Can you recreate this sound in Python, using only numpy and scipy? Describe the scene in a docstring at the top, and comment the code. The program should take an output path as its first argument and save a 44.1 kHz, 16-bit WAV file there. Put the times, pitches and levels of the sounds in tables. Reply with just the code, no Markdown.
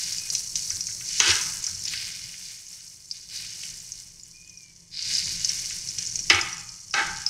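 """Butter sizzles in a small saucepan on a gas burner in a hard-walled kitchen, heard by a phone.
Steam bubbles fizz and pop in the hollow of the pan as the spoon pushes butter onto hot metal:
shaped noise and crackle follow the flares, and tone bursts with splashes make short bright ticks.
The spoon taps the pan and three knocks rattle it on the grate, both ringing the modes of the pan.
The stove top booms, shaped noise makes the flame rumble below, and thin whistles come and go."""
import sys
import numpy as np
from scipy import signal
from scipy.fft import rfft, irfft, next_fast_len
from scipy.io import wavfile
from scipy.ndimage import uniform_filter1d

SR = 44100
rng = np.random.default_rng(int(sys.argv[2]) if len(sys.argv) > 2 else 0)


def to_wav(s):
    """Save 16-bit WAV."""
    ch = np.atleast_2d(s).T  # columns
    pcm = np.round(np.clip(ch, -1, 1) * 32767)  # PCM
    wavfile.write(sys.argv[1], SR, pcm.astype(np.int16))


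N = 321489
T = np.arange(N) / SR  # time of every sample [s]

# butter meets hot metal and flares up: (start [s], rise [s], fizz level [dB], fizz fade [dB/s],
# then relative to the fizz: big bubbles [dB], middle bubbles [dB], fine spray [dB])
BUTTER_FLARES = [(-.1, 0.12, -31.5, 21.5, -11, -4, -8), (.29, 0.056, -33.5, 28, -21, -10, -12.5),
                 (.55, 0.011, -34, 8.5, -19, -10, -10.5), (1.03, 0.17, -26.5, 33.5, -13, -7, -22),
                 (1.2, 0.1, -25.5, 116, -2.5, -0.5, -14), (1.34, 0.051, -35.5, 26, -9, -2.5, -5),
                 (1.56, 0.091, -36, 24, -14, -9, -16), (1.82, 0.12, -37.5, 18.5, -2.5, 3.5, -7),
                 (2.38, 0.079, -46.5, 44, -8, 2.5, -8), (2.648, 0.084, -46.5, 16, -13, -8.5, -8.5),
                 (3.09, 0.058, -49.5, 26, -9.5, 1.5, -19), (3.279, 0.071, -40, 17.5, -5, 2.5, -7.5),
                 (3.42, 0.24, -39.5, 37, -13, -13.5, -9), (3.9, 0.086, -45, 65, -14, -9, -16),
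                 (4.17, 0.078, -53.5, 1.5, -14, -21, -16), (4.907, 0.078, -43.5, 12, -1.5, 10.5, -20),
                 (4.97, 0.18, -31, 11, -10, -1, -14), (5.429, 0.065, -32.5, 34, -11, -16, -14),
                 (5.975, 0.0058, -34.5, 17, -14, -17, -36), (6.294, 0.011, -33.5, 55, 4, 2, -13),
                 (6.45, .05, -45, 29, -6.5, -6, -17), (6.93, 0.013, -35.5, 20, -7.5, -5, -18.5),
                 (7.255, 0.022, -39, 109, -11, -15, -18)]
# how fast each size fades, as a share of the fade of the fizz: fresh butter boils coarse, then settles
BIG_FADE, MIDDLE_FADE, SPRAY_FADE = 1.58, 2.07, 0.9
RISE_POWER = 0.97  # a flare rises almost in a straight line

# spectrum shape of the small bubbles: (frequency [Hz], density [dB per Hz])
FIZZ_SPECTRUM = [(3300, -38.5), (4300, -2.5), (4900, -3.5), (5400, 5), (6100, 4.5), (7000, -2),
                 (9500, -11.5), (12400, -27), (20000, -100)]
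# spectrum shape of the middle bubbles: (frequency [Hz], density [dB per Hz])
FROTH_SPECTRUM = [(2900, -63), (3500, -12), (3900, -6), (4500, -1.5), (4900, 2), (5600, -8), (7000, -62.5)]
# spectrum shape of the big bubbles: (frequency [Hz], density [dB per Hz])
GURGLE_SPECTRUM = [(700, -32), (1300, -18), (1500, -9), (2300, -3.5), (3100, -3), (3600, 0), (5000, -50.5)]
# spectrum shape of the finest droplets: (frequency [Hz], density [dB per Hz])
SPRAY_SPECTRUM = [(4710, -22.5), (8000, -4.5), (14900, -22), (16000, -26)]
# resonances of the air in the pan: (frequency [Hz], width [Hz], lift [dB])
PAN_AIR = [(1540, 31, 6), (1860, 490, 2.5), (2173, 160, 7), (2445, 68, 9.5), (2927, 180, 9)]

# short bright ticks, bursting bubbles and the sharp click that starts each knock:
# (time [s], level [dB], pitch [Hz], wide splash relative to that level [dB])
BRIGHT_TICKS = [(0.183, -16.5, 4850, -8), (0.301, -18, 5400, 2), (0.3508, -17, 6000, -0.5),
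                (0.556, -14, 4910, -2), (0.704, -13.5, 6030, -12), (0.807, -18, 5800, -1),
                (0.8695, -14.5, 6530, -14), (1.2014, -5, 6200, -4), (1.468, -22, 5500, -10),
                (1.6412, -11, 6380, -12.5), (1.6661, -14, 5640, -8), (1.8536, -27, 5430, 5),
                (1.8822, -20.5, 6100, -3), (2.6666, -28.5, 6300, -10), (3.1124, -18.5, 5370, -24),
                (3.112, -12.5, 4830, -21), (3.802, -24.5, 7000, -11), (3.92, -17, 6340, -14),
                (4.1974, -31.5, 5200, -6.5), (4.234, -26.5, 7000, -25), (4.496, -32.5, 6000, -7),
                (4.632, -32.5, 6310, -13), (4.5737, -29.5, 5700, -16), (4.763, -40.5, 5860, -1.5),
                (5.0245, -19.5, 4570, -5), (5.1512, -8, 5050, -31), (5.1828, -7, 4840, -27),
                (5.447, -15, 4660, 2), (5.4922, -10, 5400, -8), (5.888, -19, 5230, -8),
                (5.9847, -16, 5670, -2), (6.0715, -14, 6760, -13.5), (6.1569, -12.5, 6470, -10),
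                (6.1913, -11.5, 5890, -11), (6.2994, -3.5, 5280, -6.5), (6.347, -13.5, 5900, -14),
                (6.4124, -12.5, 5080, -11), (6.5287, -17, 5800, -21), (6.5804, -26.5, 5500, -5),
                (6.6905, -22.5, 5400, -8), (6.9104, -21, 5400, -19), (6.9404, -13, 4380, -7),
                (7.264, -6, 5240, -16)]
# spectrum shape of splash and spatter: (frequency [Hz], density [dB per Hz])
SPLASH_SPECTRUM = [(1500, -34.5), (2500, -10.5), (3500, -18.5), (5000, 4.5), (6500, 2), (9500, -21.5),
                   (14000, -56.5)]

# spoon on pan: (time [s], dry peak [dB], brightness [dB/octave], narrowness [dB/octave squared])
SPOON_TAPS = [(0.3511, -25, 30, 9), (0.5555, -26, 35, 16), (0.7077, -32.5, 2, 26), (0.886, -38, -4, 30),
              (0.912, -37, 18, 18), (1.009, -32.5, 11, 17), (1.2009, -9.5, 6, 4), (1.6737, -37.5, -16, 19),
              (1.8786, -23.5, 25, 5), (1.9359, -21, 11.5, 13), (3.634, -26, 37, 31),
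              (5.7062, -28.5, 12, 13), (5.9858, -30, 31, 5), (6.3, -6, 10, 20), (6.9386, -17.5, 1, 12)]
# ringing modes of the pan: (frequency [Hz], undamped width [Hz], level [dB])
PAN_MODES = [(348, 10.4, -15.5), (381, 42, -5.5), (794, 53, -5), (814, 13.5, -10), (894, 21.6, -4.5),
             (996, 36, -9), (1295, 33, -6), (1351, 52, -0.5), (1486, 44, 3), (1562, 15.3, -5),
             (1627, 18, -5.5), (1758, 25, -6), (1995, 45, -2), (2044, 34, -2.5), (2196, 51, 5),
             (2410, 34, -14), (2593, 97, -11), (2646, 71, 4), (2957, 177, 10), (3335, 76, 2.5),
             (3093, 37, -7), (3740, 190, 8.5), (4220, 54, 2.5), (5280, 180, -0.5), (5900, 300, -23),
             (7000, 570, -50.5)]
# knocks that set the pan chattering on the grate: (time [s], blow [dB], chatter [dB],
# chatter slope [dB/s], chatter length [s], rocking depth [dB])
GRATE_KNOCKS = [(1.198, -20, -28, 45, 0.12, 1.5), (6.301, -13.5, -22, -87, .09, 4),
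                (6.939, -28, -26, 38, 0.072, 1.5)]
# which modes each knock reaches, by where the pan was struck; per knock: (frequency [Hz], reach [dB])
KNOCK_REACH = [
    [(330, 0), (800, -32.5), (960, 0), (1590, -5.5), (2150, -6.5), (3300, 0), (6000, -9)],
    [(330, -7), (800, -12), (1320, -3.5), (1600, -19), (2040, -4), (3000, -9), (6000, -16)],
    [(330, -9), (800, -5.5), (930, -9), (1570, -3), (2100, -7), (3000, -11), (6000, -13)],
]
GRATE_DAMPING = 1.38  # times the mode widths, while the pan bumps on the grate and after
BLOW_FADE_DB_PER_S, ROCKS_PER_S = 1301, 24.3
SETTLE_DB, SETTLE_FADE_DB_PER_S, SETTLE_S = -10, 73, .09  # fainter contacts as the pan comes to rest

# the stove top booms: (time [s], level before the swell [dB], t60 [s])
STOVE_THUMPS = [(0.723, -31, 0.22), (1.288, -15.5, 0.12), (1.688, -40, 0.7), (6.333, -16.5, 0.14)]
# spectrum shape of the flame and the kitchen hum: (frequency [Hz], density [dB per Hz])
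FLAME_SPECTRUM = [(12, -31.5), (20, 2), (65, -6), (85, -4.5), (125, 2), (145, -8.5), (171, 2.5), (191, -8),
                  (256, -22.5), (325, -13.5), (435, -22), (584, -24), (842, -29.5), (1030, -22),
                  (1600, -44), (2080, -25), (3520, -120)]
# slow course of the low rumble, as the phone picks it up: (time [s], level [dB])
RUMBLE_COURSE = [(0.0, -53.5), (0.65, -52.5), (1.3, -50), (1.97, -52.5), (2.6, -62), (2.98, -63),
                 (3.57, -55), (4.2, -60), (4.81, -60.5), (5.28, -47.5), (5.64, -52.5), (6.46, -48),
                 (6.85, -60), (7.13, -47), (7.29, -59)]
# thin whistles, a list of points for each: (time [s], mean pitch [Hz], level [dB])
WHISTLE_GLIDES = [
    [(.13, 2520, -60), (.17, 2515, -50), (.28, 2470, -51), (.31, 2450, -60)],
    [(4.315, 2430, -59), (4.355, 2440, -56), (4.47, 2490, -57.5), (4.6, 2410, -59), (4.77, 2270, -68)],
    [(6.52, 2590, -60), (6.62, 2550, -57), (6.7, 2440, -61), (6.77, 2280, -66)],
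]
# decay of the room: (frequency [Hz], t60 [s])
KITCHEN_DECAY = [(100, 1), (400, 0.22), (1000, 0.89), (2500, 0.49), (6000, 0.069), (12000, 0.79)]
EDGE_HZ = 15750  # upper edge of the band


def gain_of(db):
    """Turns decibels into gain."""
    return 10 ** (np.asarray(db) / 20)


def evened(x):
    """Scales a sound to rms 1."""
    return x / np.sqrt(np.mean(x ** 2) + 1e-20)


def read(points, hz):
    """Reads a frequency table on a log-frequency axis."""
    f, value = np.transpose(points)
    return np.interp(np.log(hz + 1), np.log(f + 1), value)


def curve(rows, axis):
    """Draws one column of a table as a line through every sample."""
    rows = np.array(rows)
    return np.interp(T, rows[:, 0], rows[:, axis])


def add(mix, s, sound):
    """Mixes a sound in at time s."""
    part = mix[round(s * SR):][:len(sound)]
    part += sound[:len(part)]


def colour(x, points):
    """Filters x by a spectrum table and evens it to rms 1."""
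    size = next_fast_len(len(x))
    hz = np.fft.rfftfreq(size, 1 / SR)
    spectrum = rfft(x, size) * gain_of(read(points, hz))
    return evened(irfft(spectrum, size)[:len(x)])


def crackle(per_s, spread_db, hiss):
    """Sparse clicks of very unequal size over a share of smooth hiss."""
    size = gain_of(spread_db * np.minimum(rng.exponential(1, N), 5))
    sign = rng.choice([-1., 1.], N)
    clicks = size * sign * (rng.random(N) < per_s / SR)
    return evened(clicks) + hiss * rng.standard_normal(N)


def flutter(span_s, depth_db):
    """A randomly wavering gain: noise smoothed twice, with an rms depth in dB."""
    size = max(round(span_s * SR), 1)
    smooth = uniform_filter1d(rng.standard_normal(N), size)
    smooth = uniform_filter1d(smooth, size)
    return gain_of(depth_db * evened(smooth))


def sizzle():
    """Four sizes of steam bubble, each coloured crackle, follow the flares."""
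    small, big, middle, finest = flares() * flutter(span_s=0.057, depth_db=0.7)
    fizz = colour(crackle(per_s=3000, spread_db=4.5, hiss=1.0), FIZZ_SPECTRUM)
    fizz *= flutter(span_s=0.0043, depth_db=2.0)
    fizz += gain_of(-7.5) * spits(per_s=180, spread_db=6.5)
    froth = colour(crackle(per_s=2200, spread_db=4.5, hiss=0.9), FROTH_SPECTRUM)
    gurgle = hollow(colour(crackle(per_s=1500, spread_db=4.0, hiss=1.0), GURGLE_SPECTRUM))
    gurgle *= flutter(span_s=0.02, depth_db=1.5)
    spray = colour(crackle(per_s=4800, spread_db=7.0, hiss=1.0), SPRAY_SPECTRUM)
    spray *= flutter(span_s=0.022, depth_db=1.5)
    return small * fizz + middle * froth + big * gurgle + finest * spray


def flares():
    """Gains of the fizz, big, middle and finest bubbles: each flare swells, then fades."""
    power = np.zeros((4, N))
    for s, rise_s, db, fade_db, big_db, middle_db, spray_db in BUTTER_FLARES:
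        at = max(round(s * SR), 0)
        t = T[at:] - s
        swell = np.clip(t / rise_s, 0, 1) ** RISE_POWER
        fizz_faded_db = abs(fade_db) * np.maximum(t - rise_s, 0)
        faded_db = np.outer([1, BIG_FADE, MIDDLE_FADE, SPRAY_FADE], fizz_faded_db)
        level_db = db + np.array([[0], [big_db], [middle_db], [spray_db]])
        power[:, at:] += (swell * gain_of(level_db - faded_db)) ** 2  # overlapping flares add in power
    return np.sqrt(power)


def spits(per_s, spread_db):
    """Many small bubbles of chance pitch and size, each a few cycles that swell and die."""
    size = gain_of(spread_db * np.minimum(rng.exponential(1, N), 3))
    size = size * (rng.random(N) < per_s / SR)
    kind, t = rng.integers(0, 12, N), T[:400]
    pitches = np.linspace(4700, 7200, 12)
    swells_s = np.tile([0.0004, 0.0007, 0.0013], 4)
    out = np.zeros(N)
    for k, (hz, s) in enumerate(zip(pitches, swells_s)):
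        swell = (t / s * np.exp(1 - t / s)) ** 2
        grain = swell * np.sin(2 * np.pi * hz * t) / np.sqrt(s)
        out += signal.oaconvolve(size * (kind == k), grain)[:N]
    return evened(out)


def hollow(x):
    """The air in the pan resonates and lifts a few bands."""
    hz = np.fft.rfftfreq(len(x), 1 / SR)
    lift_db = sum(db / (1 + (2 * (hz - f) / width) ** 2) for f, width, db in PAN_AIR)
    return evened(irfft(rfft(x) * gain_of(lift_db), len(x)))


def bright_ticks():
    """Bursting bubbles and knock clicks: a few cycles that swell and die, a wide splash and a spatter."""
    out, t = np.zeros(N), T[:1500]
    swell = t / 0.0011 * np.exp(1 - t / 0.00064)
    splashes = colour(rng.standard_normal(N), SPLASH_SPECTRUM)
    for (s, db, hz, splash_db), phase in zip(BRIGHT_TICKS, rng.random(len(BRIGHT_TICKS))):
        splash = splashes[round(s * SR):][:len(t)]
        add(out, s, gain_of(db) * swell * np.sin(2 * np.pi * (hz * t + phase)))
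        add(out, s, gain_of(db + splash_db) * splash * np.sqrt(swell[:len(splash)]))
    spatter = colour(rng.standard_normal(3000), SPLASH_SPECTRUM)
    spatter *= gain_of(-60 * T[:3000] / 0.059)  # t60 of 59 ms
    return out + gain_of(-11) * signal.oaconvolve(out, spatter / np.linalg.norm(spatter))[:N]


def taps():
    """Each touch of the spoon, a tick and random ticks within milliseconds, rings the pan."""
    out = np.zeros(N)
    octave = np.log2(np.array(PAN_MODES)[:, 0] / 2000)
    chances = rng.standard_normal((len(SPOON_TAPS), 160))
    for (s, db, tilt_db, narrow_db), chance in zip(SPOON_TAPS, chances):
        drive = np.zeros(8000)
        drive[:160] = 0.035 * chance * np.exp(-T[:160] / 0.00043)
        drive[0] = 1
        drive = np.convolve(drive, np.hanning(6))  # a contact lasts about a tenth of a millisecond
        reach_db = tilt_db * octave - narrow_db * octave ** 2
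        # the spoon pressing on the pan damps the modes: a dry crack on top of the ring
        crack = gain_of(4.5) * ring(drive, reach_db, damping=1.9)
        sound = ring(drive, reach_db) + crack
        add(out, s, gain_of(db) * sound / abs(sound).max())
    return out


def rattles():
    """A blow, then fast uneven contacts while the pan rocks and settles; it rings on when they stop."""
    out, t = np.zeros(N), T[:SR // 2]
    contacts = crackle(per_s=1200, spread_db=2.5, hiss=.7)
    for (s, blow_db, chatter_db, slope_db, lasts_s, rock_db), reach in zip(GRATE_KNOCKS, KNOCK_REACH):
        rocking_db = rock_db * np.cos(2 * np.pi * ROCKS_PER_S * t)
        rocking_db += chatter_db + slope_db * np.minimum(t, lasts_s)
        settling_db = np.where(t > lasts_s, SETTLE_DB - SETTLE_FADE_DB_PER_S * (t - lasts_s), 0)
        blow = gain_of(blow_db - BLOW_FADE_DB_PER_S * t)
        chatter = gain_of(rocking_db + settling_db) * (t < lasts_s + SETTLE_S)
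        force = blow + chatter
        bumps = contacts[round(s * SR):][:len(t)]
        reach_db = read(reach, np.array(PAN_MODES)[:, 0])
        # levels are relative to the ring under steady contacts
        steady = np.std(ring(bumps, reach_db, damping=GRATE_DAMPING))
        add(out, s, ring(force[:len(bumps)] * bumps, reach_db, damping=GRATE_DAMPING) / steady)
    return out


def ring(drive, reach_db, damping=1):
    """The modes of the pan resonate, each driven as strongly as the contact reaches it."""
    out = np.zeros(len(drive))
    for (hz, width_hz, db), more_db in zip(PAN_MODES, reach_db):
        r, w = np.exp(-np.pi * width_hz * damping / SR), 2 * np.pi * hz / SR
        mode = signal.lfilter([np.sin(w)], [1, -2 * r * np.cos(w), r ** 2], drive)
        # a wider second resonance: the mode takes a moment to build up and the gaps between modes stay dark
        soft = r ** 4
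        edge = (1 - soft ** 2) / 2
        mode = signal.lfilter([edge, 0, -edge], [1, -2 * soft * np.cos(w), soft ** 2], mode)
        out += gain_of(db + more_db) * mode
    return out


def thumps():
    """The stove top booms: a low panel mode that swells and dies."""
    out, t = np.zeros(N), T[:SR // 2]
    for s, db, t60 in STOVE_THUMPS:
        swell = 1 - np.exp(-t / 0.032)
        add(out, s, gain_of(db - 60 * t / t60) * swell * np.sin(2 * np.pi * 92 * t))
    return out


def flame():
    """Lumpy low roar of burning gas and the hum of the kitchen: shaped noise on the rumble course."""
    lumps = flutter(span_s=0.05, depth_db=1.2)
    roar = colour(rng.standard_normal(N), FLAME_SPECTRUM)
    return gain_of(curve(RUMBLE_COURSE, axis=1)) * roar * lumps


def whistles():
    """A gliding, slightly wavering tone, perhaps steam through a small gap."""
    out = np.zeros(N)
    for rows in WHISTLE_GLIDES:
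        s, hz, db = np.transpose(rows)
        t = np.arange(s[0], s[-1], 1 / SR)
        waver = 1 + .2 * uniform_filter1d(rng.standard_normal(len(t)), 400)
        cycles = np.cumsum(np.interp(t, s, hz) * waver) / SR
        tone = np.sqrt(2) * np.sin(2 * np.pi * cycles)
        tone *= flutter(span_s=0.0069, depth_db=3.0)[:len(t)]
        add(out, s[0], gain_of(np.interp(t, s, db)) * tone * signal.windows.tukey(len(t), .2))
    return out


def kitchen(x):
    """Hard walls send back sparse echoes of random sign, each band dying at its own speed."""
    echoes = np.zeros(SR)
    at = np.arange(300, SR - 20, 20)  # one echo at a chance place in every 20 samples
    echoes[at + rng.integers(0, 20, len(at))] = rng.choice([-1., 1.], len(at))
    hz, t, z = signal.stft(echoes, SR, nperseg=256)
    decay = gain_of(-60 * t / read(KITCHEN_DECAY, hz)[:, None])
    tail = signal.istft(z * decay, SR, nperseg=256)[1]
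    return signal.fftconvolve(x, tail / np.linalg.norm(tail))[:N]


def scene():
    """Metal sounds fill the room; the sizzle and the bright ticks are close and drier."""
    metal = taps() + rattles()
    close = sizzle() + bright_ticks()
    room = kitchen(gain_of(-5.5) * metal + gain_of(-11.5) * close)
    return (metal + close + room + thumps() + flame() + whistles())[None]


def record(dry):
    """The input rounds off peaks near 0.97 of full scale; then a low-pass limits the band."""
    squeezed = dry / (1 + (dry / .97) ** 4) ** .25
    lowpass = signal.firwin(511, EDGE_HZ, window=("kaiser", 9), fs=SR)
    return signal.oaconvolve(squeezed, lowpass[None], "same")


dry = scene()
out = record(dry)
to_wav(out)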